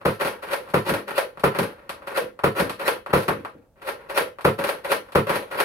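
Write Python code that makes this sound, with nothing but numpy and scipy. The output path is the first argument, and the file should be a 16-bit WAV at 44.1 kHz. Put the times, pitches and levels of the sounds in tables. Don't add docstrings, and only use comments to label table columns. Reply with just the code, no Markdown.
import sys
import numpy as np
from scipy import signal
from scipy.fft import rfft, irfft
from scipy.io import wavfile
from scipy.ndimage import uniform_filter1d

SR = 44100
rng = np.random.default_rng(int(sys.argv[2]) if len(sys.argv) > 2 else 0)


def master_out(mix):
    frames = np.transpose(np.atleast_2d(mix))
    ceiling = np.clip(frames, -1, 1)
    pcm = np.round(ceiling * 32767).astype(np.int16)
    wavfile.write(sys.argv[1], SR, pcm)


def ratio_of_db(decibels):
    return 10 ** (np.asarray(decibels, float) / 20)


N = 249076
SIZE = 2 ** 18
HZ = np.arange(SIZE // 2 + 1) * SR / SIZE + 0.01


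# time in seconds, peak in dB, boom in dB, spring shudder in dB.
SHOTS = [
    (0.057, -2.5, -7.5, -29),
    (0.743, -1.5, -7, -32),
    (1.441, 0.5, -10.5, -50),
    (2.442, -0.5, -9.5, -35),
    (3.136, 0, -7.5, -19),
    (4.451, 1, -8.5, -35),
    (5.156, 0.5, -7, -35),
]
# frequency in Hz, level in dB per Hz.
SHOT_COLOUR = [(18, -25.5), (30, -19), (128, -7), (229, -9.5), (268, -10.5), (467, -0.5), (533, -5.5),
               (792, -6.5), (1030, -5), (7280, -40), (10500, -27), (15200, -36), (16500, -36.5)]


def shots():
    boom, body, treble = blows(SHOTS, boom_db=10.0, treble_db=-2.0, lead_ms=4.4, rattle_ms=3.43,
                               rough_db=5.5, rumble=0.41, reach=1.5)
    thump_delay_s, thump_db = 0.028, -3.0
    boom = boom * (1 + ratio_of_db(thump_db) * np.exp(-2j * np.pi * HZ * thump_delay_s))
    return ratio_of_db(15.5) * join_ranges(boom, body, treble) * shell(SHOT_COLOUR)


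# time in seconds, peak in dB, boom in dB, hollow ring in dB.
FRONT_STOPS = [
    (0.533, -14.5, -47, -23),
    (1.18, -11, -43, -13),
    (2.174, -13, -36, -12.5),
    (2.879, -9, -35, -25.5),
    (4.176, -8.5, -35, -18.5),
    (4.918, -9, -28, -26),
    (5.602, -9.5, -35, -15),
]


def front_stops():
    return blows(FRONT_STOPS, boom_db=21.5, treble_db=3.0, lead_ms=18.1, rattle_ms=1.42,
                 rough_db=4.5, rumble=0.13, reach=1.7)


def hollow():
    rebound_s, rebound_db = 0.038, -10
    rows = []
    for s, *_, db in FRONT_STOPS:
        rows += [(s, db, 0), (s + rebound_s, db + rebound_db, 0)]
    force = blows(rows, boom_db=0, treble_db=0, lead_ms=7, rattle_ms=2.45,
                  rough_db=5.5, rumble=0.31, reach=2.2)[1]
    ring_hz, width_hz = 522.4, 127
    detuning = (HZ / ring_hz - ring_hz / HZ) * ring_hz / width_hz
    return ratio_of_db(17.5) * force * unit(1 / (1 + 1j * detuning) ** 2)


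# time in seconds, peak in dB, boom in dB.
REAR_STOPS = [
    (0.272, -16.5, -46),
    (0.894, -12.5, -15),
    (2.599, -11.5, -15),
    (3.889, -20.5, -37),
    (4.691, -14.5, -54),
    (5.357, -15.5, -19),
]


def rear_stops():
    return blows(REAR_STOPS, boom_db=23.5, treble_db=3.5, lead_ms=22, rattle_ms=2.97,
                 rough_db=5.0, rumble=0.23, reach=2.1)


# time in seconds, peak in dB, boom in dB.
JERKS = [(0.199, -13.5, -27), (0.21, -4.5, -28), (0.428, -15.5, -49), (0.864, -15, -26.5), (1.08, -13, -33),
         (2.073, -14, -28.5), (2.564, -13.5, -26), (2.796, -14, -30.5), (3.819, -24, -45),
         (3.874, -11.5, -45), (4.097, -13, -50), (4.589, -10.5, -14), (4.847, -12, -34), (5.294, -3.5, -18),
         (5.513, -15, -35)]


def jerks():
    return blows(JERKS, boom_db=25, treble_db=-0.6, lead_ms=4.5, rattle_ms=8.8,
                 rough_db=2.5, rumble=0.42, reach=4.0)


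# time in seconds, peak in dB, boom in dB.
CLACKS = [(0.249, -11.5, -16), (0.513, -15.5, -37), (0.939, -9, -33), (1.564, -33, -20), (1.588, -5, -16.5),
          (1.631, -13.5, -21), (3.282, -9, -13), (3.776, -55, -2), (4.208, -14.5, -23), (4.64, -8, -25),
          (5.536, -41, -16)]


def clacks():
    return blows(CLACKS, boom_db=28, treble_db=3.5, lead_ms=1.7, rattle_ms=1.96,
                 rough_db=5.0, rumble=0.45, reach=1.7)


# time in seconds, peak in dB, boom in dB.
THUDS = [
    (0.916, -21.5, 0),
    (1.609, -28.5, 8.5),
    (2.235, -38.5, 1),
    (2.619, -24, 2.5),
    (3.305, -9.5, -16.5),
]


def thuds():
    return blows(THUDS, boom_db=31, treble_db=-29.0, lead_ms=16.0, rattle_ms=2.3,
                 rough_db=0.5, rumble=0.23, reach=3.6)


# frequency in Hz, level in dB per Hz.
SLIDE_COLOUR = [(18, -64), (30, -30), (171, -15), (255, -13.5), (533, -4), (690, -8), (1060, -3.5),
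                (1180, -10), (1450, -6.5), (2340, -15.5), (7670, -36.5), (9600, -24.5), (12300, -26),
                (16500, -38.5)]
# frequency in Hz, width in Hz, level in dB.
CAVITY = [(410, 74, 4), (511, 31, -1.5), (553, 15, 6), (576, 61, 1.5)]


def slide_body():
    return shell(SLIDE_COLOUR, CAVITY)


# time in seconds, peak in dB,
# boom in dB.
TICKS = [(0.014, -27, -2), (0.676, -26.5, -39), (1.373, -21.5, -1), (1.784, -36, 7), (1.833, -55, -2),
         (2.021, -26.5, -9), (2.391, -17.5, -25), (3.062, -14.5, -30), (3.287, -2.5, -29),
         (3.449, -13, -25), (4.386, -18.5, -35), (5.087, -30, -21)]


def ticks():
    return blows(TICKS, boom_db=6.5, treble_db=0.0, lead_ms=0.58, rattle_ms=1.2,
                 rough_db=3.5, rumble=0.85, reach=1.8)


# time in seconds, peak in dB, boom in dB.
LATCH = [
    (0.7, -28, -0.5),
    (1.158, -22, -18),
    (1.396, -25.5, -6),
    (1.893, -14, -13.5),
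    (2.158, -26, -17),
    (2.695, -13, -6.5),
    (4.409, -25.5, -20),
    (5.121, -25.5, -13),
]


def latch():
    return blows(LATCH, boom_db=14.5, treble_db=15.0, lead_ms=0.29, rattle_ms=4.4,
                 rough_db=4.5, rumble=0.74, reach=1.9)


# frequency in Hz, level in dB per Hz.
TICK_COLOUR = [(35, -63.5), (60, -16.5), (276, -11.5), (546, -5), (916, -3.5), (1060, 0), (6760, -42),
               (10600, -32), (15400, -42.5), (16500, -82.5)]


def knocks():
    big = ratio_of_db(12.5) * (jerks() + clacks() + thuds()) + ratio_of_db(21) * (rear_stops() + front_stops())
    small = ratio_of_db(10.5) * join_ranges(*(ticks() + latch()))
    return join_ranges(*big) * slide_body() + small * shell(TICK_COLOUR) + bumps()


# time in seconds, peak in dB, boom in dB.
BUMPS = [
    (3.09, -24, 1),
    (3.36, -21, 3),
    (3.399, -27.5, 9.5),
    (3.55, -24.5, -3),
]
# frequency in Hz, level in dB per Hz.
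BUMP_COLOUR = [(35, -39.5), (60, -14), (290, -9), (403, -21), (475, -9), (675, -31), (10300, -74),
               (16500, -68)]


def bumps():
    force = ratio_of_db(12.0) * blows(BUMPS, boom_db=-6.5, treble_db=-9.0, lead_ms=2.9, rattle_ms=4.1,
                              rough_db=-4.5, rumble=0.6, reach=3.6)
    return join_ranges(*force) * unit(causal(along(BUMP_COLOUR, HZ)))


# start in seconds, hardest moment in seconds, end in seconds, level in dB.
PULLS = [
    (0.207, 0.312, 0.4, -32.5),
    (0.857, 0.94, 1.02, -26),
    (1.512, 1.558, 1.74, -21.5),
    (2.542, 2.58, 2.88, -24),
    (3.3, 3.333, 3.6, -36),
    (4.571, 4.636, 5.14, -21.5),
    (5.262, 5.3, 5.63, -22),
]


def pulls():
    return sum(stroke(*row, rise=118.5, fade=129, treble_db=-4.5) for row in PULLS)


# start in seconds, end in seconds, level in dB.
PUSHES = [
    (0.441, 0.735, -29),
    (1.097, 1.31, -29),
    (2.095, 2.293, -28),
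    (2.794, 2.995, -25.5),
    (4.107, 4.3, -28),
    (4.844, 5.138, -29.5),
    (5.501, 5.65, -22.5),
]


def pushes():
    return sum(stroke(s, s, end, db, rise=0, fade=75, treble_db=-3) for s, end, db in PUSHES)


# start in seconds, end in seconds, level in dB.
GRIPS = [
    (0.0, 0.061, -41.5),
    (1.745, 2.073, -45.5),
    (2.39, 2.437, -61),
    (3.073, 3.112, -34.5),
    (3.47, 3.66, -62.5),
    (3.754, 3.83, -52.5),
    (3.818, 4.075, -41),
    (4.3, 4.44, -56),
    (1.3, 1.43, -59),
    (2.3, 2.39, -60),
]


def grips():
    return sum(stroke(s, s, end, db, rise=0, fade=-4, treble_db=-7.5) for s, end, db in GRIPS)


def shudder():
    return sum(stroke(s, s, s + 0.1, db, rise=0, fade=107, treble_db=3.5) for s, *_, db in SHOTS)


def scrape():
    slips_per_s = 900
    happens = rng.random(N) < slips_per_s / SR
    slips = happens * rng.standard_normal(N) * ratio_of_db(5.5 * rng.standard_normal(N))
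    press = pulls() + pushes() + grips() + shudder()
    body, treble = rfft(slips / np.std(slips) * press, SIZE)
    return ratio_of_db(-6.5) * join_ranges(ratio_of_db(2.0) * body, body, treble) * slide_body()


# frequency in Hz, time in seconds.
ROOM_T60 = [(60, 0.042), (250, 0.23), (1000, 0.14), (4000, 0.16), (12000, 0.13)]
# frequency in Hz, correlation from 0 to 1.
LIKENESS = [(60, 1), (150, 0.97), (400, 0.97), (1000, 0.069), (2500, 0.29)]


def room(wet_db, build_s, size):
    t = np.arange(SR // 2) / SR
    echoes = 0
    for hz in 40 * 2 ** np.arange(0, 9, 0.5):
        band = np.cos(np.pi * np.clip(np.log2(HZ / hz), -0.5, 0.5))
        decay = (1 - np.exp(-t / build_s)) * ratio_of_db(-60 * t / along(ROOM_T60, hz))
        mid, side = rfft(rng.standard_normal((2, len(t))) * decay, SIZE) * band
        like = np.clip(along(LIKENESS, hz), 0, 1)
        mid = mid * np.sqrt((1 + like) / 2)
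        side = side * np.sqrt((1 - like) / 2)
        echoes = echoes + np.array([mid + side, mid - side])
    echoes = rfft(irfft(echoes)[:, :SR], SIZE)
    left = ratio_of_db(5.0) * np.exp(-2j * np.pi * HZ * 6.32 / SR)
    direct = np.array([left, np.ones_like(left)])
    both = direct + ratio_of_db(wet_db) * even(echoes, size=241)
    return even(both, size=size) * ratio_of_db(np.array([[4.2], [3.1]]))


# frequency in Hz, level in dB per Hz.
QUIET = [(18, -54), (30, 0), (142, -7), (230, -13.5), (420, -18.5), (547, -11), (800, -21.5), (13000, -78),
         (16500, -52)]


def quiet():
    noise = rfft(rng.standard_normal((2, N)), SIZE) * unit(causal(along(QUIET, HZ)))
    mid, side = irfft(noise)[:, :N]
    room_noise = ratio_of_db(-63 + 4.0) * np.array([mid + 0.21 * side, mid - 0.28 * side])
    return room_noise + ratio_of_db(-75.5) * rng.standard_normal((2, N))


def blows(table, boom_db, treble_db, lead_ms, rattle_ms, rough_db, rumble, reach):
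    before = 4096
    force = np.zeros((3, N + SR))
    t = np.arange(-before, before) / SR * 1000
    chance = rng.standard_normal((len(table), 2, len(t)))
    run_up = rumble * np.exp(t / max(lead_ms, 0.1)) * (t > -reach * lead_ms)
    shape = np.where(t < 0, run_up, np.exp(-t / max(rattle_ms, 0.3)))
    for (s, db, low_db, *_), (sign, size) in zip(table, chance):
        contacts = shape * sign * ratio_of_db(rough_db * size)
        burst = ratio_of_db(db) * irfft(even(rfft(contacts), size=15))
        gains = ratio_of_db(np.array([[low_db + boom_db], [0], [treble_db]]))
        start = int(s * SR)
        force[:, start:start + len(t)] += gains * burst
    return rfft(force[:, before:], SIZE)


def stroke(start, hardest, end, db, rise, fade, treble_db):
    t = np.arange(N) / SR
    lost_db = np.clip(np.maximum(rise * (hardest - t), fade * (t - hardest)), -40, 60)
    edges = np.clip(np.minimum(t - start, end - t) / 0.0062, 0, 1)
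    press = ratio_of_db(db - lost_db) * edges
    thinning = 0.18
    return np.array([press, press * ratio_of_db(treble_db + thinning * lost_db)])


# frequency in
# Hz, width in Hz, level in dB.
SHELL = [(165, 17, 6), (202, 26, 3), (343, 62, -2.5), (388.7, 8, 3), (439, 35, 2), (522, 36, 6.5),
         (559.7, 26, 7.5), (1020, 46, -3), (1336, 118, 6.5), (1360, 60, -9), (1820, 64, 1.5),
         (2520, 660, 4), (4300, 1230, 5), (10500, 2300, -2)]


def shell(colour, extra=()):
    peaks = 0
    for hz, width, db in [*SHELL, *extra]:
        peaks = peaks + ratio_of_db(db) ** 2 / (1 + ((HZ - hz) * 2 / width) ** 2)
    return unit(causal(along(colour, HZ) + 10 * np.log10(1 + peaks)))


def join_ranges(boom, body, treble):
    s, u = 1j * HZ / 280, 1j * HZ / 3000
    low = (1 + np.sqrt(2) * s + s ** 2) ** 2
    top = (1 + np.sqrt(2) * u + u ** 2) ** 2
    return (boom + s ** 4 * (body + treble * u ** 4) / top) / low


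def along(table, hz):
    f, v = np.transpose(table)
    return np.interp(np.log(hz), np.log(f), v)


def causal(db):
    cepstrum = irfft(db * np.log(10) / 20)
    half = cepstrum.shape[-1] // 2
    cepstrum[..., 1:half] *= 2
    cepstrum[..., half + 1:] = 0
    return np.exp(rfft(cepstrum))


def even(spectrum, size):
    power = uniform_filter1d(np.abs(spectrum) ** 2, size=size)
    return spectrum * causal(-10 * np.log10(power + np.mean(power) / 1000))


def unit(response):
    return response / np.sqrt(np.mean(np.abs(response) ** 2))


def scene():
    firing = shots() * room(wet_db=6.0, build_s=0.0033, size=301)
    pumping = (knocks() + scrape() + hollow()) * room(wet_db=10.0, build_s=0.0018, size=121)
    return irfft(firing + pumping)[:, :N] + quiet()


def top_cut(x):
    return signal.sosfilt(signal.butter(12, 16850, fs=SR, output="sos"), x)


def record(dry):
    bass = signal.butter(2, 45, "highpass", fs=SR, output="sos")
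    top = signal.ellip(8, 0.2, 50, 16000, fs=SR, output="sos")
    rounded = 0.95 * np.tanh(signal.sosfilt(bass, dry) / 0.95)
    return top_cut(signal.sosfilt(top, rounded))


dry = scene()
out = record(dry)
master_out(out)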